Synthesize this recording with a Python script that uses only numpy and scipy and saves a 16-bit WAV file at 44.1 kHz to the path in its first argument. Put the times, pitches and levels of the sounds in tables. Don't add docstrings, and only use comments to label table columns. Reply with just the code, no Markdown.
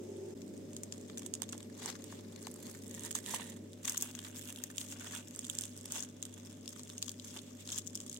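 import sys
import numpy as np
from scipy import signal
from scipy.fft import rfft, irfft
from scipy.io import wavfile
from scipy.ndimage import uniform_filter1d

SR = 44100
rng = np.random.default_rng(int(sys.argv[2]) if len(sys.argv) > 2 else 0)


def wav_record(signal):
    frames = np.transpose(np.atleast_2d(signal))
    bounded = np.clip(frames, -1, 1)
    quanta = np.round(bounded * 32767).astype(np.int16)
    wavfile.write(sys.argv[1], SR, quanta)


N = 361179
TIME = np.arange(N) / SR
SPECTRUM_HZ = np.fft.rfftfreq(N, 1 / SR)
RING_HZ = np.fft.rfftfreq(1024, 1 / SR)
OPENED_S = 3.7


def gain_of(db):
    return 10 ** (np.asarray(db) / 20)


def evened(x):
    return x / np.sqrt(np.mean(x ** 2) + 1e-20)


def follow(track):
    return np.interp(TIME, *np.transpose(track))


def read(points, hz, channels=1):
    table = np.transpose(points)
    return np.interp(np.log(hz + 1), np.log(table[0] + 1), table[channels])


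def add(mix, s, sound):
    part = mix[:, max(round(s * SR), 0):][:, :sound.shape[1]]
    part += sound[:, :part.shape[1]]


def wander(hz):
    return evened(irfft(rfft(rng.standard_normal(N)) * np.exp(-(SPECTRUM_HZ / hz) ** 2), N))


def causal(db):
    cepstrum = irfft(np.log(gain_of(db)))
    half = cepstrum.shape[-1] // 2
    fold = np.r_[1, np.full(half - 1, 2), 1, np.zeros(half - 1)]
    return irfft(np.exp(rfft(cepstrum * fold)))


def panned(pan_db):
    gains = gain_of(np.array([[1], [-1]]) * pan_db / 2)
    return gains / np.sqrt((gains ** 2).mean(0))


# (f/Hz, coherence)
AIR_COHERENCE = [(30, 0), (100, 0.66), (250, 0.95), (500, 0.03), (1000, 0.0015), (3000, 0), (16000, 0)]


def air(spectrum):
    a, b = rfft(rng.standard_normal((2, N)))
    same = np.clip(read(AIR_COHERENCE, SPECTRUM_HZ), -1, 1)
    right = same * a + np.sqrt(1 - same ** 2) * b
    return evened(irfft(np.array([a, right]) * gain_of(read(spectrum, SPECTRUM_HZ)), N))


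# (f/Hz, level/dB)
FAN_SPECTRUM = [(20, -37), (50, -33), (80, -23), (120, -15.5), (160, -7.5), (205, -4.5), (245, -3.5),
                (285, -3), (340, -8.5), (430, -9.5), (480, -15), (570, -14), (640, -19.5), (740, -27.5),
                (1200, -45)]
# (t/s, level/dB)
FAN_TRACK = [(0, -51), (.34, -51), (.36, -46.5), (1.3, -47.5), (1.8, -49.5), (3.3, -49.5), (3.9, -52),
             (6.3, -52.5), (8.19, -52.5)]
# (f/Hz, level/dB)
HISS_SPECTRUM = [(100, 0), (800, 0), (1400, -3), (2100, -2.5), (3400, -3), (4400, -7), (5200, -3),
                 (6700, -1), (8400, -3), (8750, -14), (12000, -13.5), (16000, -15)]
# (f/Hz, level/dB)
DRONE_SPECTRUM = [(150, -47), (300, -22), (345, -7), (392, -7), (415, -7), (470, -22), (560, -20),
                  (700, -33), (890, -36), (1200, -45), (2800, -44), (4200, -51.5), (6500, -37),
                  (12000, -57)]
# (f/Hz, level/dB relative to the drone)
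DRONE_PARTIALS = [(361, -9.5), (393, -8), (538.5, -21.5), (748, -35), (840, -38), (883, -32.5)]
# (t/s, level/dB)
DRONE_TRACK = [(0, -45), (.34, -43.5), (.355, -57), (3.7, -61), (3.85, -72), (8.19, -76)]


def kitchen(fan_db=-3.5):
    hiss_db, drone_noise_db, waver_rad = -66.4, -4.5, 0.55
    fan = air(FAN_SPECTRUM) * gain_of(follow(FAN_TRACK) + fan_db)
    tones = sum(gain_of(db) * np.cos(2 * np.pi * hz * TIME + waver_rad * wander(15))
                for hz, db in DRONE_PARTIALS)
    drone = gain_of(drone_noise_db) * air(DRONE_SPECTRUM) + np.sqrt(2) * tones
    return fan + gain_of(hiss_db) * air(HISS_SPECTRUM) + drone * gain_of(follow(DRONE_TRACK))


# (f/Hz, level/dB before 3.7 s, level/dB after)
MOTOR_TONES = [(139, -76, -75), (150.4, -76, -73), (175.5, -79, -80), (198.2, -64.5, -69),
               (217.6, -72, -85), (228, -58.5, -79), (240, -66, -60.5), (247.2, -62, -63),
               (255.3, -73, -64), (276, -68.5, -74), (302, -68, -83), (439.5, -64, -74), (495, -87, -80),
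               (540.6, -69.5, -74.5), (600, -71, -73)]


def hum(mains_db=-59.0, motor_db=-70.5, waver_rad=0.49):
    mains_hz, slip_hz, in_step_s = 100.0, 1.443, 0.85
    t = TIME - in_step_s
    mains = gain_of(mains_db) * np.cos(2 * np.pi * mains_hz * t)
    motor = gain_of(motor_db) * np.cos(2 * np.pi * (mains_hz - slip_hz) * t)
    later = np.clip((TIME - OPENED_S) / 0.23, 0, 1)
    drifts = [waver_rad * wander(2.6) for _ in range(3)]
    tones = np.zeros(N)
    for k, (hz, lifted_db, open_db) in enumerate(MOTOR_TONES):
        level_db = lifted_db + (open_db - lifted_db) * later
        phase = 2 * np.pi * (hz * TIME + rng.random()) + drifts[k % len(drifts)]
        tones += gain_of(level_db) * np.cos(phase)
    edge_fade = signal.windows.tukey(N, 0.002)
    return np.sqrt(2) * (mains + motor + tones) * gain_of([[0.4], [-0.4]]) * edge_fade


# (t/s, rms level/dB)
WHINE_TRACK = [(0, -81), (.5, -79.5), (1.9, -86), (2.6, -100)]


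def whine(whine_hz=5109):
    tone = np.sin(2 * np.pi * whine_hz * TIME + 0.5 * wander(28))
    return np.sqrt(2) * gain_of(follow(WHINE_TRACK)) * tone


# (peak t/s, build-up t/s, release t/s, crust crackle level/dB, flesh rub level/dB)
HAND_PULLS = [(1.54, 0.018, 0.035, -57, -55.5), (1.84, 0.053, 0.027, -48, -53),
              (1.89, 0.049, 0.035, -47, -46), (2.11, 0.21, .04, -66, -64), (2.46, 0.048, 0.013, -58, -58.5),
              (2.69, 0.1, 0.061, -59, -60.5), (3.06, 0.097, 0.031, -48, -52.5),
              (3.165, 0.013, 0.02, -39.5, -48), (3.305, 0.038, 0.028, -44, -46.5),
              (3.355, 0.058, 0.02, -38.5, -43.5), (3.41, 0.033, 0.089, -53, -50),
              (3.5, 0.063, 0.011, -52, -64), (3.89, 0.035, 0.05, -43.5, -49),
              (4.025, 0.024, 0.048, -46.5, -47), (4.255, 0.017, 0.027, -51, -51.5),
              (4.38, 0.013, 0.018, -47.5, -57), (4.49, 0.034, 0.027, -52.5, -54),
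              (4.58, 0.015, 0.017, -55, -55), (4.8, 0.031, 0.062, -46.5, -60),
              (4.925, 0.032, 0.018, -44, -52.5), (5.015, 0.061, 0.02, -54, -51.5),
              (5.068, 0.027, 0.051, -50.5, -52), (5.153, 0.039, 0.047, -44.5, -47),
              (5.44, 0.16, 0.16, -55, -76), (5.62, 0.12, 0.06, -49, -56.5), (5.966, .05, 0.046, -41, -44.5),
              (6.7, 0.028, 0.061, -57, -77), (7.06, 0.024, 0.078, -55, -68), (7.3, 0.07, 0.034, -51, -66),
              (7.362, 0.019, 0.029, -48, -51.5), (7.725, 0.036, 0.038, -42, -60.5),
              (7.783, 0.027, 0.016, -44, -64)]
# (t/s, crust crackle level/dB, flesh rub level/dB)
LIGHT_HOLD = [(0, -68, -81), (.65, -77.5, -71), (.85, -67, -68.5), (1.3, -69, -70.5), (1.7, -77, -67.5),
              (2.3, -78, -65), (2.95, -62, -68.5), (3.7, -77, -73), (4.15, -58, -57), (4.7, -68, -62.5),
              (5.3, -83, -66), (5.798, -61, -67.5), (6.15, -73, -69), (6.45, -63.5, -65.5), (6.6, -70, -68),
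              (6.88, -60, -68), (7.17, -64, -73.5), (7.55, -69.5, -68), (8.19, -55, -76)]


def effort():
    pull_shape = 1.13
    s, *hold = np.transpose(LIGHT_HOLD)
    power = gain_of([np.interp(TIME, s, db) for db in hold]) ** 2
    for peak_s, build_s, release_s, crackle_db, rub_db in HAND_PULLS:
        t = np.arange(-4 * build_s, 4 * release_s, 1 / SR)
        swell = np.exp(-np.maximum(-t / build_s, t / release_s) ** pull_shape)
        add(power, peak_s + t[0], (gain_of([[crackle_db], [rub_db]]) * swell) ** 2)
    return 10 * np.log10(power)


# (f/Hz, left level/dB, right level/dB)
CRUST_SPECTRUM = [(60, -75, -41), (251, -49, -25), (654, -29, -23), (1100, -16, -13), (1530, -23.5, -14),
                  (2880, -11.5, -10), (3070, -9.5, -3.5), (4500, -8, -14), (5720, -2.5, -10),
                  (6800, 3, -0.5), (7350, 0, 1), (8510, -12.5, 1), (8510, -20, -4.5), (14800, -19.5, -18.5)]


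def crust_colour():
    return np.array([read(CRUST_SPECTRUM, RING_HZ, channels=side) for side in (1, 2)])


def flake(colour_db, ripple_db, run_s, click_db, tail_db=-21):
    ripples = evened(uniform_filter1d(rng.standard_normal((3, len(RING_HZ))), size=20, axis=1))
    ring = causal(colour_db + ripple_db * (ripples[0] + 0.88 * ripples[1:]))
    t = np.arange(ring.shape[1]) / SR
    run_out = np.exp(-t / run_s) + gain_of(tail_db) * np.exp(-t / 0.005)
    crack = rng.standard_normal(ring.shape) * (1 - np.exp(-t / 0.00031)) * run_out
    crack /= np.linalg.norm(crack, axis=1, keepdims=True)
    lag = int(np.clip(rng.normal(5, 7), -9, 24))
    crack[0, 10] += gain_of(click_db)
    crack[1, 10 + lag] += gain_of(click_db)
    sound = signal.fftconvolve(ring, crack, axes=1)[:, :len(t)]
    return sound / np.sqrt((sound ** 2).sum(1, keepdims=True))


def grains(colour_db, per_s, spread_db, ripple_db, tail_db=-11.0, count=30):
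    out = np.zeros((2, N))
    most_per_s = 3000
    for _ in range(count):
        sound = flake(colour_db, ripple_db, run_s=0.00035, click_db=-4.0, tail_db=tail_db)
        sound = sound * gain_of(rng.normal(0, 5.1) * np.array([[1], [-1]]))
        size, chance, when = rng.random((3, int(np.ceil(most_per_s * N / SR / count))))
        keep = chance < per_s / most_per_s
        start = (when[keep] * (N - sound.shape[1])).astype(int)
        at = start[:, None] + np.arange(sound.shape[1])
        size = gain_of(spread_db * np.minimum(-np.log(1 - size[keep]), 3))[:, None]
        out += [np.bincount(at.ravel(), (size * side).ravel(), N) for side in sound]
    return evened(out)


# (f/Hz, level/dB)
DRAG_SPECTRUM = [(50, -36), (200, -2), (500, -1), (750, 6), (1000, 8), (1250, 1.5), (1500, 1), (1900, 5),
                 (2600, 0), (3400, -2.5), (4300, -3), (5600, -2), (7000, -10), (9500, -11.5), (16000, -33)]
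# (f/Hz, level/dB)
SLIDE_SPECTRUM = [(50, -46), (200, -4), (500, 5), (750, 1), (950, 10), (1150, 2), (1450, -15), (1850, 14.5),
                  (2500, -5), (3100, -3), (3750, 4), (4400, 0), (5200, -16), (8300, -4), (10600, -2),
                  (11300, -25), (16000, -22)]
# (f/Hz, level/dB)
FLESH_SPECTRUM = [(50, -49), (200, -21.5), (620, 0.5), (850, -0.5), (1200, -2.5), (1500, 2), (1850, -3),
                  (2300, -1.5), (2750, 2), (3350, -2.5), (4600, -13), (8000, -7), (16000, -40)]
# (t/s, left minus right level/dB)
CRUST_PLACE = [(0, -7), (2.2, 4), (2.7, 0), (3.4, -5.5), (3.9, 2.5), (5.1, 0.5), (6, -1.5), (7, 1),
               (8.19, 0.5)]
RAISED_S = 2.85


def tearing(crackle, rub):
    hard_db, crackle_db = -45, -5.5
    strain = np.minimum(crackle - hard_db, 6)
    fizz = grains(crust_colour(), per_s=1500, spread_db=4.0, ripple_db=4.5, tail_db=-27.0)
    fizz = fizz * gain_of(crackle + 0.18 * strain)
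    fizz *= evened(gain_of(1.0 * wander(140)))
    ticks = grains(crust_colour(), per_s=110, spread_db=2.5, ripple_db=4.0, tail_db=-22)
    ticks = ticks * gain_of(crackle - 0.46 * strain + crackle_db)

    drag_db, wet_underside_db, clump_db = 3.0, -4.5, 2.5
    both = np.ones((2, 1))
    slide = grains(read(SLIDE_SPECTRUM, RING_HZ) * both, per_s=1000, spread_db=1.0, ripple_db=2.0)
    flesh = grains(read(FLESH_SPECTRUM, RING_HZ) * both, per_s=450, spread_db=0.5, ripple_db=3.5)
    drag = grains(read(DRAG_SPECTRUM, RING_HZ) * both, per_s=1100, spread_db=1.0, ripple_db=4.5)
    scrape = slide + gain_of(wet_underside_db) * flesh
    soft = np.select([TIME < RAISED_S, TIME < OPENED_S], [drag * gain_of(drag_db), scrape], flesh)
    soft = (soft + 0.079 * soft[::-1]) * gain_of([[-2.5], [0.7]])
    soft = soft * evened(gain_of(clump_db * wander(40)))
    return (fizz + ticks) * panned(follow(CRUST_PLACE)) + soft * gain_of(rub)


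def fracture(db, hollow, bite, pan):
    out = np.zeros((2, 2 * len(RING_HZ) + SR // 100))
    hollow_db, break_s, lead_in_db, lead_in_s = hollow - 4.0, 0.0028, -18, 0.0015
    splinter_db = 0.5 * rng.standard_normal()
    tint = read([(450, 0), (1200, hollow_db), (1700, hollow_db), (2800, bite), (4300, bite),
                 (5800, 0.0043), (8600, 0), (11000, splinter_db)], RING_HZ)
    colour = crust_colour() + tint
    size = np.sqrt(0.0025 * SR) * gain_of(db) * panned(pan)
    lead_in = flake(colour, ripple_db=3.5, run_s=lead_in_s, click_db=-29)
    add(out, rng.uniform(0, 0.0014), size * gain_of(lead_in_db) * lead_in)
    thickness = max(hollow, 0)
    run_s = 0.00053 * gain_of(0.68 * thickness)
    add(out, break_s, size * flake(colour, ripple_db=2.0, run_s=run_s, click_db=-2.0 - 0.5 * thickness))
    return out


def chips(crackle_db):
    grip_s, per_s = 0.4, 8
    level_db, level_spread_db, follow_ratio = -50.5, -0.5, 0.29
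    hollow_mid_db, hollow_spread_db, bite_spread_db, pan_spread_db = 7, 15.5, -2.5, 17
    out, count = np.zeros((2, N)), round(per_s * (N / SR - grip_s))
    usual_db = np.median(crackle_db)
    for k, (when, size, hollow, bite, side) in enumerate(rng.uniform(-0.92, 1, (count, 5))):
        s = grip_s + (k + 1 + when) / per_s
        harder_db = np.interp(s, TIME, crackle_db) - usual_db
        db = level_db + follow_ratio * harder_db + level_spread_db * size
        pan = np.interp(s, *np.transpose(CRUST_PLACE)) + pan_spread_db * side
        add(out, s, fracture(db, hollow_mid_db + hollow_spread_db * hollow, bite_spread_db * bite, pan))
    return out


# (t/s, level/dB, hollow part near 1 kHz level/dB, bite near 3.5 kHz level/dB, left minus right level/dB)
CRUST_SNAPS = [(0.418, -47.5, 15, 3.5, 7), (0.5773, -51, -2, -2, -4), (0.7326, -46, -0.5, -3, 0),
               (.766, -36.5, 4, -0.5, 0), (0.8344, -33.5, 0, -9, 1), (0.9237, -34, 8, 1, 2),
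               (0.98, -47.5, 0, 0, -2), (1.012, -48, -4, -6, 0), (1.098, -44.5, 19, 8, 0),
               (1.1743, -37, 4, -3, 1), (1.181, -35.5, 0, -11, 2), (1.1944, -39, -5, -7, -10),
               (1.22, -44, 17, -3, 1), (1.231, -48, 9, 2, -6), (1.2625, -33, -7, -2, -7),
               (1.3385, -27.5, -1, -2.5, -8), (1.3515, -37, -7, -4, -1), (1.4199, -28, 10, 3.5, -9),
               (1.4314, -37.5, 12, 3, -2), (1.491, -39.5, 3, 1, 1), (1.496, -43.5, -3, -4, -2),
               (1.525, -36.5, -4, -3, -8), (1.529, -37, 21, 7, 0), (1.579, -42, -2, -3, -8),
               (1.6046, -45, 16, 6, 1), (1.6285, -45, 6, 4, -3), (1.837, -44, 8, 11, -2),
               (1.8595, -31.5, -3, -12, -6), (1.901, -35.5, 15, 1, 17), (1.953, -43, 30, 8, 1),
               (2.021, -47.5, 15, 6, 8), (2.0413, -42.5, 2, 1, -5), (2.1234, -45, 25, -7, -1),
               (2.361, -44, 18, 7, 4), (2.4186, -50, 6, 4, -7), (2.428, -45.5, 10, -4, -2),
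               (2.469, -38, 14, 8.5, 4), (2.5139, -46.5, -9, -12, -14), (2.541, -45.5, 6, -17, -4),
               (2.5607, -49, 16, -11, -12), (2.6286, -49.5, 14, 4, -3), (2.6678, -44, -1, 4, -6),
               (2.7485, -45.5, 27, 6, -1), (2.88, -46, -10, -17, -11), (2.9116, -43, -15, 2, 7),
               (2.9424, -44, 5, -2, -9), (2.948, -40.5, -4, -12, 1), (2.9948, -42, 1, 4, -1),
               (3.0356, -40, -5, -8, -9), (3.0496, -36.5, -11, -17, -9), (3.109, -35.5, 8, 1, -1),
               (3.1136, -33, 1, 0, -11), (3.127, -40, 5, 0, 1), (3.151, -29.5, 5, 3, -2),
               (3.1534, -27.5, 7, -4, -3), (3.262, -36, 4, 6, -3), (3.294, -38, 9, -2, -4),
               (3.3105, -39, 4, 2, -5), (3.346, -36, 10, 4, -5), (3.362, -36, 4, 6, -11),
               (3.398, -42, 29, 15, -11), (3.4989, -42.5, -2, -6, -9), (3.5203, -50, 6, 11, -6),
               (3.7324, -48.5, 0, 8, -1), (3.849, -38, 10, -2, 9), (3.8531, -30.5, 15, 4, 2),
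               (3.878, -28, 6, -3, 13), (3.881, -30.5, 22, 6, -8), (3.8963, -26, -18, -19, 3),
               (3.9215, -36, 3, -3, 0), (3.9319, -42, 3, -5, 2), (3.945, -36.5, 22, 6, -1),
               (3.9588, -42, 17, 16, 6), (3.972, -32.5, 7, 2, 2), (3.977, -27, -6, -15, 0),
               (4.0034, -42, 1, 0, 5), (4.0112, -34.5, -8, -9, 2), (4.0235, -27, -13, -20, 1.5),
               (4.112, -45, -3, 1, 13), (4.1512, -37, 12, 2, 6), (4.1898, -37, 16, 14, -2),
               (4.2274, -50, 20, 0, 2), (4.248, -39, 25.5, 10, -2), (4.3607, -45, 12, 11, -2),
               (4.3674, -46, 7, -3, 7), (4.412, -47, -2, 9, 6), (4.426, -47, -3, 7, -14),
               (4.4407, -50, 11, 8, 1), (4.475, -47, 4, 5, -1), (4.503, -45, 5, 0, -8),
               (4.5252, -43.5, 9, -3, -2), (4.5606, -42, -3, 3, 8), (4.586, -47, 5, 20, -6),
               (4.638, -31.5, 8, -3, 6), (4.701, -43, 26, 3, 1), (4.713, -48, 0, -6, -7),
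               (4.782, -29, 0, 2.5, 2), (4.8133, -36.5, 9, 3, 6), (4.8671, -52, 13, 5, -4),
               (4.887, -47, -4, -3, 4), (4.916, -42, -5, -5, 10), (4.9973, -43, 7, -4, 8),
               (5.0117, -45, 5, -4, 4), (5.021, -47.5, 24, 3, -2), (5.044, -42, 23, 2, -6),
               (5.064, -44, 31, 1, -9), (5.1223, -42, -7, -7, 2), (5.135, -41, 33, 6, -6),
               (5.15, -38, 1, -3, -8), (5.2837, -45, -6, -13, 3), (5.3093, -46, 5, 0, -2),
               (5.3495, -44.5, 10, 3, 0), (5.361, -39, -4, -11, -8), (5.3915, -31.5, 7.5, -8, -4.5),
               (5.4086, -46, -8, -15, -11), (5.4445, -39.5, 8, 4, 0), (5.45, -38.5, -9, 1, -8),
               (5.467, -40, 7, -16, -5), (5.4824, -45, 3, -10, -2), (5.4989, -28, -9, -2, -5),
               (5.5114, -44, -7, -9, 1), (5.5517, -37, -2, -4, -2), (5.587, -26.5, -9, -3.5, -3),
               (5.61, -32, -12, -13, -9), (5.6196, -38, -7, -1, 2), (5.637, -35, -12, 2, -1),
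               (5.6542, -37, -10, -11, -10), (5.6661, -48, 0, -6, 3), (5.6936, -48, -3, -9, -4),
               (5.765, -46.5, 5, -7, 1), (5.7762, -42.5, 1, -5, -5), (5.784, -49, -9, -8, -1),
               (5.8113, -44.5, 1, -6, -5), (5.857, -37.5, 9, 0.5, -2), (5.907, -44, 7, 6, -3),
               (5.9218, -30, -11, -16, 2), (5.9939, -39, -10, -3, 9), (6.0048, -33.5, -11, -14, 10),
               (6.0254, -33.5, -11, 0, 2), (6.034, -40, 6, -5, 6), (6.0484, -44.5, 10, 3, -6),
               (6.227, -31.5, 3.5, 0, 1), (6.2532, -38.5, -1, -2, -2), (6.34, -44, -11, -5, 5),
               (6.6585, -46, 1, 5, 3), (6.678, -36.5, -24, 4, 5), (6.692, -43, -2, -10, -7),
               (6.729, -46, 0, 3, 7), (6.7616, -47, 28, 8, -4), (6.794, -42.5, 13, 4, 3),
               (6.8337, -43, -18, -7, -1), (6.8937, -47, -1, 2, 16), (6.9, -41.5, 8, 10, -4),
               (6.9808, -36.5, -11, 5, 0), (7.0197, -43, -1, 3, -5), (7.0263, -28, 1.5, 4.5, 2),
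               (7.0442, -47, -2, -2, -1), (7.062, -46, 3, 1, 2), (7.0653, -50, -4, -3, -1),
               (7.0813, -35.5, 7, 3, 8), (7.0935, -34, -7, 1, 5), (7.117, -41, -6, -3, -4),
               (7.1978, -41, 1, 8, 2), (7.2468, -43, -8, -4, 0), (7.39, -43, 3, 22, 3),
               (7.6754, -39, 8, 1, 8), (7.69, -39, 7, 14, 1), (7.7028, -39.5, -5, 6, 5),
               (7.72, -34.5, -13, -3, 8), (7.7247, -38, -4, -4, 4), (7.7452, -41, -13, -5, 9),
               (7.7604, -37, -8, -8, 11), (7.7789, -31.5, -8, 2, -1), (7.785, -29.5, -6, -6, 0),
               (7.7933, -39, -3, -2, 9), (7.862, -46, -6, -6, 7), (7.8678, -42, -3, 0, 3),
               (7.8734, -35.5, -19, -10, 12), (7.877, -37.5, -10, -10, 7), (7.948, -46, -6, 0, -1),
               (7.954, -31, -6, -11, 5), (7.959, -38.5, -2, 0, -2), (7.9749, -40, -10, 1, 0),
               (8.0032, -38, 3, 0, 0), (8.013, -45, 1, -5, 7), (8.0637, -46, -2, -4, -3),
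               (8.0968, -35.5, -20, -5, 4), (8.1142, -50, -8, -14, 9), (8.1286, -39, -12, -4, -2),
               (8.144, -40.5, -14, -4, -1), (8.1644, -45, 1, 11, -2), (8.1726, -41.5, -4, -6, -4)]


def snaps():
    out = np.zeros((2, N))
    lead_s, neighbour_chance = 0.003, 0.35
    before_s, before_db, after_s, after_db = 0.0073, -23, 0.013, -15
    chances = rng.random((len(CRUST_SNAPS), 4))
    for (s, db, hollow, bite, pan), (before, after, lead, wait) in zip(CRUST_SNAPS, chances):
        start_s = s - lead_s
        add(out, start_s, fracture(db, hollow, bite, pan))
        if before < neighbour_chance:
            add(out, start_s - before_s * (0.5 + lead), fracture(db + before_db, hollow, bite, pan))
        if after < neighbour_chance:
            add(out, start_s + after_s * (0.5 + wait), fracture(db + after_db, hollow, bite, pan))
    return out


# (t/s, relative level/dB)
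PLATE_BUMPS = [(1.421, -41), (1.531, -61), (1.549, -44), (1.859, -38), (2.126, -44), (2.471, -34.5),
               (3.34, -26.5), (3.346, -51), (3.397, -36.5)]
# (f/Hz, level/dB, t60/s)
PLATE_MODES = [(770, -2.5, 0.015), (926, 2, 0.02), (1027, -3, 0.024), (1120, -13, 0.024),
               (1740, -21, 0.027), (2140, -5, 0.016)]


def bumps(level_db=-1.0):
    out, t = np.zeros((2, N)), np.arange(SR // 8) / SR
    soft_onset = 1 - np.exp(-t / 0.0009)
    for s, bump_db in PLATE_BUMPS:
        ring = np.zeros(len(t))
        for hz, db, t60 in PLATE_MODES:
            mode_hz = hz * rng.uniform(0.95, 0.99)
            ring += gain_of(db - 60 * t / t60) * np.sin(2 * np.pi * mode_hz * t)
        add(out, s, gain_of(bump_db + level_db) * ring * soft_onset * gain_of([[-2], [0]]))
    return out


# (t/s, f/Hz)
WHISTLE_TRACKS = [
    [(1.5, 12050), (1.58, 11300), (1.66, 11800), (1.72, 11350)],
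    [(5.2, 12500), (5.25, 12300), (5.32, 11800), (5.38, 11750)],
    [(7.51, 11700), (7.57, 12000), (7.61, 12500), (7.69, 11850)],
]


def whistles(level_db=-76.0, waver_hz=13.0):
    out = np.zeros((2, N))
    for rows in WHISTLE_TRACKS:
        s, hz = np.transpose(rows)
        t = np.arange(s[0], s[-1], 1 / SR)
        pitch = np.interp(t, s, hz) + waver_hz * wander(200)[:len(t)]
        tone = np.sin(2 * np.pi * np.cumsum(pitch) / SR) * signal.windows.tukey(len(t), 0.4)
        add(out, s[0], gain_of(level_db) * np.array([tone, tone]))
    return out


# (peak t/s, half length t/s, level/dB)
SKIN_BRUSHES = [(2.128, 0.069, -57), (7.308, 0.14, -63), (7.48, 0.039, -60), (7.609, 0.025, -52.5)]
# (f/Hz, level/dB)
SKIN_SPECTRUM = [(100, -20), (1500, -10), (2600, -3), (3400, 0.5), (4500, -7), (6000, -4), (7300, 2),
                 (8400, -2), (8900, -12), (16000, -12)]


def brushes():
    swells = sum(gain_of(db) * np.exp(-((TIME - s) / half_s) ** 2) for s, half_s, db in SKIN_BRUSHES)
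    return air(SKIN_SPECTRUM) * swells


# (t/s, level/dB)
TREBLE_TRACK = [(0, -1), (1.4, -2.5), (2, 1.5), (2.7, 8), (3.2, 1.5), (3.5, 2.5), (3.88, 3.5), (4.05, 7.5),
                (4.25, 5), (4.48, 10), (4.85, 4), (5.05, 1.5), (5.7, 1), (6.8, 2.5), (8.19, -1)]


def brighten(x, corner_hz=9300):
    high_pass = 1 - 1 / (1 + (SPECTRUM_HZ / corner_hz) ** 10)
    treble = irfft(rfft(x) * high_pass, N)
    return x + (gain_of(follow(TREBLE_TRACK)) - 1) * treble


# (f/Hz, level/dB)
GAP_SPECTRUM = [(500, 1), (800, 3), (1100, 2.5), (1600, -1), (2250, -0.5), (2800, -1.5), (3400, 1.5),
                (4100, 0), (5400, 2), (6500, 1), (7200, 0), (8400, 0), (16000, 0)]


def gap(x):
    torn_s, tear_s = 5.7, 0.15
    hollow = irfft(rfft(x) * gain_of(read(GAP_SPECTRUM, SPECTRUM_HZ)), N)
    return x + np.clip((TIME - torn_s) / tear_s, 0, 1) * (hollow - x)


def room(x, wet_db=-21.0, t60=0.19, near_db=-14.5):
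    near_t60, first_wall_s = 0.02, 0.009
    t = np.arange(SR // 3) / SR
    taps = rng.standard_normal((2, 2, len(t))) * (rng.random((2, 2, len(t))) < 0.12)
    near = taps[0] * gain_of(-60 * t / near_t60) * (t > 0.001)
    far = taps[1] * gain_of(-60 * t / t60) * (t > first_wall_s)
    echo = (gain_of(near_db) * evened(near) + gain_of(wet_db) * evened(far)) / np.sqrt(len(t))
    return x + signal.fftconvolve(x, echo, axes=1)[:, :N]


# (f/Hz, width f/Hz, left level/dB, right level/dB)
PORT_RESONANCES = [(3480, 320, -9, -6.5), (6490, 120, -7.5, -30), (7180, 140, -21, -17),
                   (8395, 110, -12, 0)]


def ports(x):
    out = x.copy()
    for hz, width, left_db, right_db in PORT_RESONANCES:
        b, a = signal.iirpeak(hz, hz / width, SR)
        out += gain_of([[left_db], [right_db]]) * signal.lfilter(b, a, x)
    return out


def scene():
    crackle, rub = effort()
    breaking = snaps() + chips(crackle) + tearing(crackle, rub)
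    fish = room(gap(brighten(breaking)) + bumps() + brushes())
    return gain_of(-2.0) * ports(fish) + hum() + kitchen() + whistles() + whine()


# (t/s, half width t/s, depth level/dB)
LEVEL_DIPS = [(0.345, 0.005, -18), (3.822, 0.005, -4)]


def record(dry):
    edge_hz = 16100
    dip_db = sum(db * np.exp(-((TIME - s) / width) ** 2) for s, width, db in LEVEL_DIPS)
    low_pass = signal.firwin(255, edge_hz, window=("kaiser", 9), fs=SR)
    return signal.oaconvolve(dry * gain_of(dip_db), low_pass[None], "same")


dry = scene()
out = record(dry)
wav_record(out)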